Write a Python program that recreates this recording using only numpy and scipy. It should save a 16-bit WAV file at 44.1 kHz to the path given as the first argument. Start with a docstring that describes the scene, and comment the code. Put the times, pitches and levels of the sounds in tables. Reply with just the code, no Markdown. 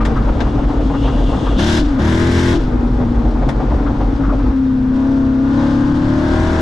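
"""In the driver's seat of a V8 sports car with an open exhaust, out on the road.
The car coasts with a booming burble while unburnt fuel pops in the pipes. It takes two stabs of
throttle, coasts again, then settles into a clean drone and pulls away harder and harder.
Eight cylinders puff out gas in turn, which makes the pipes ring and the cabin boom.
Tyres and wind rush underneath, and early on another car hisses as it is passed."""
import sys
import numpy as np
from scipy import signal
from scipy.fft import rfft, irfft, next_fast_len
from scipy.io import wavfile
from scipy.ndimage import uniform_filter1d, minimum_filter1d, map_coordinates

SR = 44100
rng = np.random.default_rng(int(sys.argv[2]) if len(sys.argv) > 2 else 0)


def persist_wave(psi):
    """Save psi, clipped to +-1, as 16-bit WAV."""
    counts = np.round(np.clip(psi, -1, 1) * 32767).astype(np.int16)
    wavfile.write(sys.argv[1], SR, np.atleast_2d(counts).T)


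N = 291501

# tone colour of the pipes' bark and of the gas's rasp at full throttle: f/Hz, level/dB
FULL_BARK_COLOUR = [(300, -38), (420, -0.5), (520, -2.5), (610, -1.5), (720, -9), (880, -3.5), (1100, -2),
                    (1300, -5), (1650, 0.5), (2000, -8.5), (2700, -27.5), (6000, -100)]
FULL_RASP_COLOUR = [(1400, -0.5), (2100, 4), (2500, -4), (3500, 0), (4500, -8.5), (5200, -7), (7300, -14),
                    (8500, -18.5), (10000, -19), (11000, -29.5), (13500, -30.5), (15000, -59)]
KICK_S, LULL_S = .07, 1  # letting go of the pedal gives a short kick and a longer lull


def amp(db):
    """Turn decibels into a gain."""
    return 10 ** (np.asarray(db) / 20)


def unit(x):
    """Scale a sound to an average (rms) level of 1."""
    return x / np.sqrt(np.mean(x ** 2) + 1e-20)


def along(points, hz):
    """Read between (frequency, value) points, with octaves evenly spaced."""
    freqs, values = np.transpose(points)
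    return np.interp(np.log(hz + 1), np.log(freqs + 1), values)


def curve(points):
    """Join (time, value) points with straight lines, one value a sample."""
    return np.interp(np.arange(N) / SR, *np.transpose(points))


def wobble(rate):
    """A smooth random curve that takes `rate` new values a second."""
    return map_coordinates(rng.standard_normal(int(N * rate / SR) + 4), [np.arange(N) * rate / SR])


def filtered(x, response):
    """Turn each frequency up or down by the gain response(hz)."""
    size = next_fast_len(N + SR // 2)
    return irfft(rfft(x, size) * response(np.fft.rfftfreq(size, 1 / SR)), size)[..., :N]


def in_cabin(pair, colour):
    """Give two unrelated sounds a tone colour and mix them to stereo: bass alike, treble apart."""
    likeness = [(110, 1), (260, .93), (500, .8), (1000, .55), (2000, .3), (4000, .62), (8000, .75)]  # how alike the two ears' sounds are: f/Hz, likeness/0-1
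    angle = lambda hz: np.arccos(np.clip(along(likeness, hz), -1, 1)) / 2
    mid, side = filtered(pair, lambda hz: amp(along(colour, hz)) * [np.cos(angle(hz)), np.sin(angle(hz))])
    return np.array([mid + side, mid - side]) / np.std(mid)


def steadied(x, seconds, share):
    """Even out a share of the loudness swings that are slower than the given time."""
    power = np.mean(np.atleast_2d(x) ** 2, axis=0)
    size = max(int(seconds * SR), 8)
    power = np.abs(uniform_filter1d(uniform_filter1d(power, size), size)) + 1e-9
    return unit(x / power ** (share / 2))


def blend(a, b, share):
    """Fade from a to b without a dip in power."""
    share = np.clip(share, 0, 1)
    return np.sqrt(1 - share) * a + np.sqrt(share) * b


def resonance(hz, centre_hz, half_width_hz, db=0):
    """A pipe or cabin answers most to tones near its own note: the gain at each frequency."""
    return amp(db) / (1 + ((hz - centre_hz) / half_width_hz) ** 2)


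def ringing_noise(hz, half_width_hz, size):
    """Swirling gas heard through one resonance, at an even level."""
    gains = resonance(np.fft.rfftfreq(size, 1 / SR), hz, half_width_hz)
    noise = irfft(rfft(rng.standard_normal(size)) * gains, size)
    return steadied(noise, seconds=.0032, share=1)


def burst(t, rise_s, hold_s, t60):
    """Loudness of a burst of gas: a quick rise, a hold, then a fall of 60 dB in t60 seconds."""
    return (1 - np.exp(-t / rise_s)) * amp(-60 * np.maximum(t - hold_s, 0) / t60)


def pedal(press_s=.03, release_s=.08):
    """The driver's foot: how far the throttle is open (0-1), and the extra treble of a stab in dB."""
    pull_away = [(4.51, 0), (4.56, 0.22), (4.84, 0.29), (4.885, 0.26), (4.97, 0.37), (5.42, 0.33),
                 (5.6, 0.64), (5.92, 0.51), (6.2, .66), (6.33, 0.8), (6.61, 0.83)]  # the long last press: t/s, throttle/0-1
    stabs = [(0.875, 0.935, 0.07, -2), (1.565, 1.776, 0.96, 9.5), (1.86, 1.997, 0.08, 1.5),
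             (1.974, 2.525, 1, 1), (4.159, 4.257, 0.05, 0)]  # short presses: down/s, up/s, throttle/0-1, extra treble rasp/dB
    t = np.arange(N) / SR
    throttle, tear_db = curve(pull_away), np.zeros(N)
    for down, up, opening, db in stabs:
        press = np.clip(np.minimum((t - down) / press_s, 1 - (t - up) / release_s), 0, 1)
        throttle = np.maximum(throttle, opening * press)
        tear_db += db * press
    return np.clip(throttle, 0, 1), tear_db


def lift_off(throttle, seconds):
    """How far the throttle has just closed (0-1), forgotten over the given time."""
    keep = np.exp(-1 / (seconds * SR))
    return np.maximum(signal.lfilter([1 - keep], [1, -keep], throttle) - throttle, 0)


def firings(cycle, scatter_db):
    """One click of random size each time a cylinder lets out its gas, eight to an engine cycle."""
    at = np.flatnonzero(np.diff(np.floor(8 * cycle)))
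    clicks = np.zeros(N)
    clicks[at] = amp(scatter_db * np.clip(rng.standard_normal(len(at)), -2, 2))
    return clicks


def pulses(cycle, scatter_db, life_s):
    """The gas flow jumps at each firing and dies away quickly."""
    return signal.lfilter([1], [1, -np.exp(-1 / (life_s * SR))], firings(cycle, scatter_db))


def ripple(cycle, drift_cycles=.012, count=200):
    """A fine pressure pattern that comes back every engine cycle, slowly changing shape."""
    overtones = amp(3 * rng.standard_normal((4, count))) * np.exp(2j * np.pi * rng.random((4, count)))
    shapes = irfft(overtones, 2 ** 12)
    grid = np.linspace(0, 1, shapes.shape[1], endpoint=False)
    ripples = np.array([np.interp(cycle + drift_cycles * wobble(5), grid, s, period=1) for s in shapes])
    angle = .8 * wobble(3)
    return unit(np.cos(angle) * ripples[:2] + np.sin(angle) * ripples[2:])


def exhaust_gas(cycle, noisy_share, scatter_db=2.5, life_s=.003):
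    """Gas in the pipes: the repeating ripple mixed with a puff of noise at each firing."""
    buzz = ripple(cycle)
    puffs = unit(pulses(cycle, scatter_db, life_s) * rng.standard_normal((2, N)))
    return blend(buzz, puffs, noisy_share)


def drone(cycle_hz, cycle, throttle, growl_db, pipe_hz=245, even_db=2.5, odd_db=-9, count=25):
    """Clean exhaust tones: the firing note, and the growl of cylinders that are not quite equal."""
    tones = [(.24, [-37.5, -28.5, -36.5, -30, -51.5, -35, -29.5, -17, -43.5, -56.5, -47, -42, -58.5, -48, -41]),
             (.34, [-40, -27.5, -34.5, -31, -40, -36, -22.5, -18, -31.5, -33, -48, -44.5, -40, -48, -40, -46, -39.5, -52.5, -51, -39]),
             (.6, [-31.5, -30.5, -25, -26, -26.5, -35.5, -18, -21.5, -24.5, -42, -50.5, -45.5, -44.5, -35, -40.5, -33.5, -41.5, -46, -47]),
             (.83, [-24, -20, -30.5, -30.5, -27, -23, -27.5, -24.5, -26.5, -40, -42, -53.5, -50, -51, -48, -28, -42.5, -42.5, -43, -37.5, -40.5]),
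             (1, [-38.5, -16.5, -22.5, -25.5, -22.5, -19, -34.5, -25.5, -30, -37, -39, -49, -44, -36.5, -50, -49, -54, -49.5, -49, -37, -40, -54, -41.5, -39, -38])]  # tones at 1, 2, 3... times the cycle rate: throttle/0-1, [level/dB of each]
    # resonances that the tones sweep through: f/Hz, half width/Hz, level/dB
    firing_mode = (273.3, 14.5, -21.5)
    howl_modes = [(334, 22, -20), (629, 13, -32)]
    openings = [0] + [opening for opening, _ in tones]
    gains = np.array([np.zeros(count)] + [np.pad(amp(db), (0, count - len(db))) for _, db in tones])
    shut = np.interp(throttle, [0, .21], [1, 0])  # fuel burns unevenly with the throttle shut
    unsteady = .08 + .92 * shut * (1 - lift_off(throttle, LULL_S)) + .28 * throttle ** 3
    coasting = shut * np.clip(1 - 2 * lift_off(throttle, KICK_S), 0, 1)
    out = np.zeros(N)
    for k in range(1, count + 1):
        hz = k * cycle_hz
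        gain = np.interp(throttle, openings, gains[:, k - 1])
        if k == 8:  # the firing note
            gain += (1 - throttle ** 2) * resonance(hz, *firing_mode)
        else:  # when coasting, only tones near the pipe's own note carry
            pipe = resonance(hz, pipe_hz, half_width_hz=16, db=odd_db if k % 2 else even_db)
            gain += amp(growl_db) * coasting * pipe
        howl = throttle ** 3 * sum(resonance(hz, *mode) for mode in howl_modes)
        phase = 2 * np.pi * (k * cycle + rng.random()) + 1.11 * unsteady * wobble(28)
        flutter = amp(3.2 * unsteady * wobble(34))
        out += np.sqrt(2) * np.hypot(gain, howl) * flutter * np.sin(phase)
    return out


def burble(cycle, throttle, growl_db, boom_db, gap_db=-13):
    """Uneven firings knock in the pipes and set the air of the cabin booming."""
    # tone colour of the cabin's air and of the pipes' bass: f/Hz, level/dB
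    cabin_colour = [(15, -41.5), (30, -15.5), (40, -2), (47, 4.5), (55, -1.5), (64, -13.5), (80, -33),
                    (300, -120)]
    pipe_colour = [(50, -49.5), (70, -2), (88, -3), (125, 3), (180, -13.5), (250, 1), (310, -0.5),
                   (380, -14), (1200, -120)]
    gaps = [(0.139, 0.025), (0.343, .018), (0.428, 0.013), (0.506, .018), (0.751, .02), (0.985, 0.021),
            (1.409, 0.036), (3.121, 0.017), (3.516, .018), (4.196, .025)]  # the boom dips between its surges: t/s, half length/s
    t = np.arange(N) / SR
    dips_db = gap_db * sum(np.exp(-((t - at) / half_s) ** 2) for at, half_s in gaps)
    boom_gain = amp(boom_db + dips_db + 1.5 * wobble(16))
    knocks = lambda: firings(cycle, scatter_db=3) * rng.standard_normal((2, N))
    boom = steadied(in_cabin(knocks(), cabin_colour), seconds=.059, share=.83)
    growl = steadied(in_cabin(knocks(), pipe_colour), seconds=.055, share=.73)
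    uneven_db = np.interp(throttle, [0, .3, .62, 1], [1, -9.5, -7, -11])
    return boom_gain * boom + amp(growl_db + uneven_db) * growl


def bark(cycle, throttle, bark_db):
    """The pipes' middle notes: a ragged sputter when coasting, a buzz that brightens with throttle."""
    # tone colour when coasting and at part throttle: f/Hz, level/dB
    coast_colour = [(210, -39), (350, -14.5), (404, 3.5), (477, 5), (624, -5.5), (824, -1), (896, -6),
                    (1100, -8), (2600, -28.5), (3380, -58.5), (5720, -120)]
    part_colour = [(380, -18), (490, 0), (680, -8), (830, 0.5), (1050, 1), (1280, -11.5), (1500, -4),
                   (1900, -23), (2700, -31), (6000, -110)]
    ragged = in_cabin(exhaust_gas(cycle, noisy_share=.6, scatter_db=5), coast_colour)
    sputter = amp(1.9 * wobble(20)) * steadied(ragged, seconds=.14, share=1)
    gas = exhaust_gas(cycle, noisy_share=.2)
    buzz = blend(amp(-1.5) * in_cabin(gas, part_colour), in_cabin(gas, FULL_BARK_COLOUR), throttle ** 4)
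    return amp(bark_db) * blend(sputter, buzz, throttle / .2)


def rasp(cycle, throttle, rasp_db, tear_db, treble_hz=2500):
    """Gas tears out of the pipes and air intake; each stab has its own amount of extra treble."""
    coast_colour = [(1400, -21), (2100, -6.5), (2600, -2.5), (3400, 1), (4300, -3.5), (5500, -6.5),
                    (7500, -15.5), (8500, -21), (10000, -24.5), (11000, -37.5), (15000, -62.5)]  # tone colour when coasting: f/Hz, level/dB
    soft = amp(3) * in_cabin(exhaust_gas(cycle, noisy_share=.93, life_s=.006), coast_colour)
    hard = amp(7.5) * in_cabin(exhaust_gas(cycle, noisy_share=.7), FULL_RASP_COLOUR)
    gas = amp(rasp_db) * blend(soft, hard, throttle ** 4.5)
    treble = filtered(gas, lambda hz: hz ** 10 / (hz ** 10 + treble_hz ** 10))
    return gas + (amp(tear_db) - 1) * treble


def road():
    """Tyres and wind make a low rush that gently swells and sinks."""
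    colour = [(25, -2), (130, -8.5), (260, -24.5), (420, -21), (1400, -25.5), (2600, -41.5), (5500, -57),
              (12000, -74.5)]  # tone colour of the rush: f/Hz, level/dB
    return amp(-25 + 2.9 * wobble(.96)) * in_cabin(rng.standard_normal((2, N)), colour)


def pipe_bursts(events, half_width_hz, rise_s, hold_s, t60):
    """Bursts of gas, each ringing one note of the pipes; events are t/s, level/dB, f/Hz."""
    t = np.arange(SR // 4) / SR
    shape = burst(t, rise_s, hold_s, t60)
    out = np.zeros(N + SR)
    for at, db, hz in events:
        out[round(at * SR):][:len(t)] += amp(db) * shape * ringing_noise(hz, half_width_hz, len(t))
    return out[:N]


def pops(cycle):
    """Unburnt fuel goes off deep in the pipes; each muffled pop is chopped by the next few firings."""
    events = [(0.004, -22.5, 1100), (0.051, -26.5, 980), (0.16, -24, 1130), (0.272, -22.5, 816),
              (0.352, -27.5, 597), (0.392, -22.5, 775), (0.464, -28.5, 815), (0.54, -31, 697),
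              (0.578, -24, 618), (0.63, -27, 700), (0.688, -25, 735), (0.787, -22, 618), (0.895, -24, 724),
              (0.934, -24.5, 980), (1.04, -23, 670), (1.075, -26, 1040), (1.123, -25.5, 536),
              (1.165, -25, 660), (1.205, -24, 596), (1.288, -26, 823), (1.325, -23, 800), (1.358, -29, 916),
              (1.462, -23, 1033), (1.5, -25.5, 582), (2.999, -28, 790), (3.07, -31, 846), (3.198, -28, 690),
              (3.255, -28.5, 720), (3.308, -30.5, 650), (3.35, -28.5, 800), (3.415, -24.5, 702),
              (3.475, -23.5, 748), (3.596, -23, 710), (3.704, -24.5, 707), (3.785, -25.5, 696),
              (3.862, -26, 1120), (3.895, -29.5, 795), (3.94, -33.5, 990), (4, -24.5, 808.2),
              (4.196, -27.5, 662), (4.233, -26.5, 1110), (4.285, -31, 610), (4.32, -24, 554),
              (4.39, -31.5, 1110), (4.455, -32.5, 1015)]  # pops and the notes they ring: t/s, relative level/dB, f/Hz
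    rings = pipe_bursts(events, half_width_hz=300, rise_s=.0015, hold_s=.02, t60=.12)
    chop = blend(.85, unit(pulses(cycle, scatter_db=3, life_s=.003)), share=.37)
    # f/Hz, level/dB
    muffling = [(200, -19.5), (420, 1.5), (800, -3), (1600, -3.5), (2500, -2), (4000, -3), (8000, -19.5)]
    return filtered(rings * chop, lambda hz: amp(along(muffling, hz)))


def cracks():
    """Fuel goes off at the open end of the pipe: a bright tear on top of a bark."""
    events = [(0.049, -37.5, 11000), (0.403, -37.5, 6003), (3.487, -40.5, 11000)]  # tailpipe bangs: t/s, relative level/dB, dull above f/Hz
    body = amp(1) * in_cabin(rng.standard_normal((2, N)), FULL_BARK_COLOUR)
    tear = in_cabin(rng.standard_normal((2, N)), FULL_RASP_COLOUR)
    t = np.arange(N) / SR
    out = np.zeros((2, N))
    for at, db, dull_hz in events:
        level = amp(db + 14.5) * burst(np.maximum(t - at, 0), rise_s=.002, hold_s=0, t60=.099)
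        out += filtered(level * (body + tear), lambda hz: 1 / np.hypot(1, (hz / dull_hz) ** 3))
    return out


def chuffs(pipe_hz=122):
    """Bigger gulps of gas go off and thud at a low note of the pipes."""
    gulps = [(0.119, -21.5), (0.195, -19.5), (0.35, -16.5), (0.555, -23.5), (0.898, -20.5), (1.142, -21),
             (1.269, -19.5), (1.353, -17.5), (2.993, -17.5), (3.044, -16.5), (3.235, -19.5), (3.459, -19),
             (4.196, -18), (4.27, -20), (4.43, -23.5), (4.87, -19.5)]  # deep thuds: t/s, level/dB
    events = [(at, db, pipe_hz) for at, db in gulps]
    return pipe_bursts(events, half_width_hz=35, rise_s=.0039, hold_s=.023, t60=.14)


def flares():
    """Now and then the gas flow stirs up one resonance, which briefly swells and fades."""
    swells = [(1.057, .035, 3150, 510, -35), (1.468, 0.014, 3200, 500, -39),
              (1.623, 0.046, 3260, 620, -29.5), (2.399, 0.091, 5270, 500, -38.5),
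              (4.306, 0.019, 1226, 120, -27.5), (5.63, 0.054, 930, 80, -30.5), (5.97, .1, 173, 14, -23.5)]  # loudest at t/s, half length/s, f/Hz, half width/Hz, level/dB
    t = np.arange(-SR // 5, SR // 5) / SR
    out = np.zeros(N + SR)
    for at, half_s, hz, half_width_hz, db in swells:
        level = amp(db) * np.exp(-(t / half_s) ** 2)
        out[round((at + t[0]) * SR):][:len(t)] += level * ringing_noise(hz, half_width_hz, len(t))
    return out[:N]


def passing_car():
    """The hiss of a car being passed swells and fades, with two wavering bands ringing in the cabin."""
    # closest at t/s, time to half the level before/s and after/s, level/dB
    passing = (1.43, 0.55, .25, -39.5)
    ringing_bands = [(2830, 130), (3380, 180)]  # high bands that ring in the cabin: f/Hz, half width/Hz
    closest, before, after, db = passing
    colour = [(1200, -75), (2400, -24), (2800, 1), (3500, 3), (4200, -6.5), (6500, -10),
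              (10000, -24), (15000, -83)]  # f/Hz, level/dB
    hiss = in_cabin(rng.standard_normal((2, N)), colour)
    ringing = np.zeros(N)
    for band in ringing_bands:
        waver = amp(3 * wobble(16))
        ringing += waver * unit(filtered(rng.standard_normal(N), lambda hz: resonance(hz, *band)))
    t = np.arange(N) / SR - closest
    nearness = 1 / (1 + (t / np.where(t < 0, before, after)) ** 2)
    return amp(db) * nearness * blend(hiss, unit(ringing), share=.51)


def thumps(cabin_hz=43.8, rise_s=.032):
    """The air of the cabin swings a few times when the throttle snaps shut."""
    events = [(1.778, -10), (2.546, -11)]  # one thump after each full stab: t/s, level/dB
    t = np.arange(SR // 3) / SR
    swing = (t / rise_s * np.exp(1 - t / rise_s)) ** 2 * np.sin(2 * np.pi * cabin_hz * t)
    out = np.zeros(N + SR)
    for at, db in events:
        out[round(at * SR):][:len(t)] += amp(db) * swing
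    return out[:N]


def window_echoes(x, echo_db=-10, spread_s=.012, above_hz=1100, count=10):
    """Windows and dashboard throw back quick echoes that lift some high notes and weaken others."""
    draws = rng.random((count, 2))
    delays, signs = spread_s * (.15 + draws[:, 0]), np.sign(draws[:, 1] - .5)

    def response(hz):
        strength = amp(echo_db) * hz ** 2 / (hz ** 2 + above_hz ** 2)
        echoes = signs @ np.exp(-2j * np.pi * np.outer(delays, hz)) / np.sqrt(count)
        return (1 + strength * echoes) / np.hypot(1, strength)
    return filtered(x, response)


def scene():
    """Engine speed and throttle shape the exhaust; pops and road noise join in, louder on the left."""
    engine_speed = [(0, 38.26), (1.1, 34.04), (1.585, 32.97), (1.68, 38.2), (1.8, 38.82), (1.97, 33.06),
                    (2.1, 40.58), (2.3, 42.74), (2.49, 43.25), (2.6, 41.64), (2.69, 40.45), (2.92, 40.55),
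                    (3.6, 37.11), (4.86, 31.96), (5.11, 33.8), (5.34, 32.78), (5.55, 34.45), (5.82, 35.25),
                    (6.23, 37.8), (6.42, 39.6), (6.61, 40.32)]  # engine cycles, eight firings each: t/s, f/Hz
    layer_levels = [(0, -14, -21.5, -28, -51), (.25, -31, -27.5, -43, -54.5), (.36, -30, -22, -34, -50),
                    (0.6, -34.5, -18.5, -31, -44), (.84, -30, -13.5, -27, -40.5),
                    (1, -32.5, -17, -27, -37.5)]  # engine loudness: throttle/0-1, boom/dB, growl/dB, bark/dB, rasp/dB
    left_lead = [(60, 0.5), (110, 0), (220, 1.95), (410, 5.5), (770, 0), (1460, 6.5), (2760, 3.5),
                 (5230, 0.5), (9910, 2.5)]  # how much louder the left side is: f/Hz, level/dB
    cycle_hz = curve(engine_speed)
    throttle, tear_db = pedal()
    shake = .0041 * throttle ** 4 * wobble(45)  # flat out, the engine turns unevenly
    cycle = np.cumsum(cycle_hz) / SR + shake
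    openings, *levels = np.transpose(layer_levels)
    boom_db, growl_db, bark_db, rasp_db = [np.interp(throttle, openings, db) for db in levels]
    # letting go kicks the boom and rasp; then the pipes ease until unburnt fuel has gathered again
    kick, lull = lift_off(throttle, KICK_S), lift_off(throttle, LULL_S)
    boom_db += kick - 7 * lull
    bark_db -= 3.5 * lull
    rasp_db += 15.5 * kick - 6.5 * lull
    rasp_db += .5 * throttle * (cycle_hz - 40)  # with the pedal down, a faster engine rasps more
    low = drone(cycle_hz, cycle, throttle, growl_db) + chuffs() + thumps()
    low = low + burble(cycle, throttle, growl_db, boom_db)
    high = bark(cycle, throttle, bark_db) + pops(cycle) + cracks() + flares()
    high += rasp(cycle, throttle, rasp_db, tear_db)
    mix = low + window_echoes(high + road() + passing_car())
    return filtered(mix, lambda hz: amp(np.outer([.5, -.5], along(left_lead, hz))))


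def record(dry, ceiling=.66, hold_s=.0064, top_hz=15000):
    """A limiter turns the loudest peaks down, and the very highest treble is cut off."""
    size = int(hold_s * SR)
    needed = np.minimum(1, ceiling / (np.abs(dry).max(axis=0) + 1e-9))
    gain = uniform_filter1d(minimum_filter1d(needed, 2 * size), size)
    return filtered(dry * gain, lambda hz: hz < top_hz)


dry = scene()
out = record(dry)
persist_wave(out)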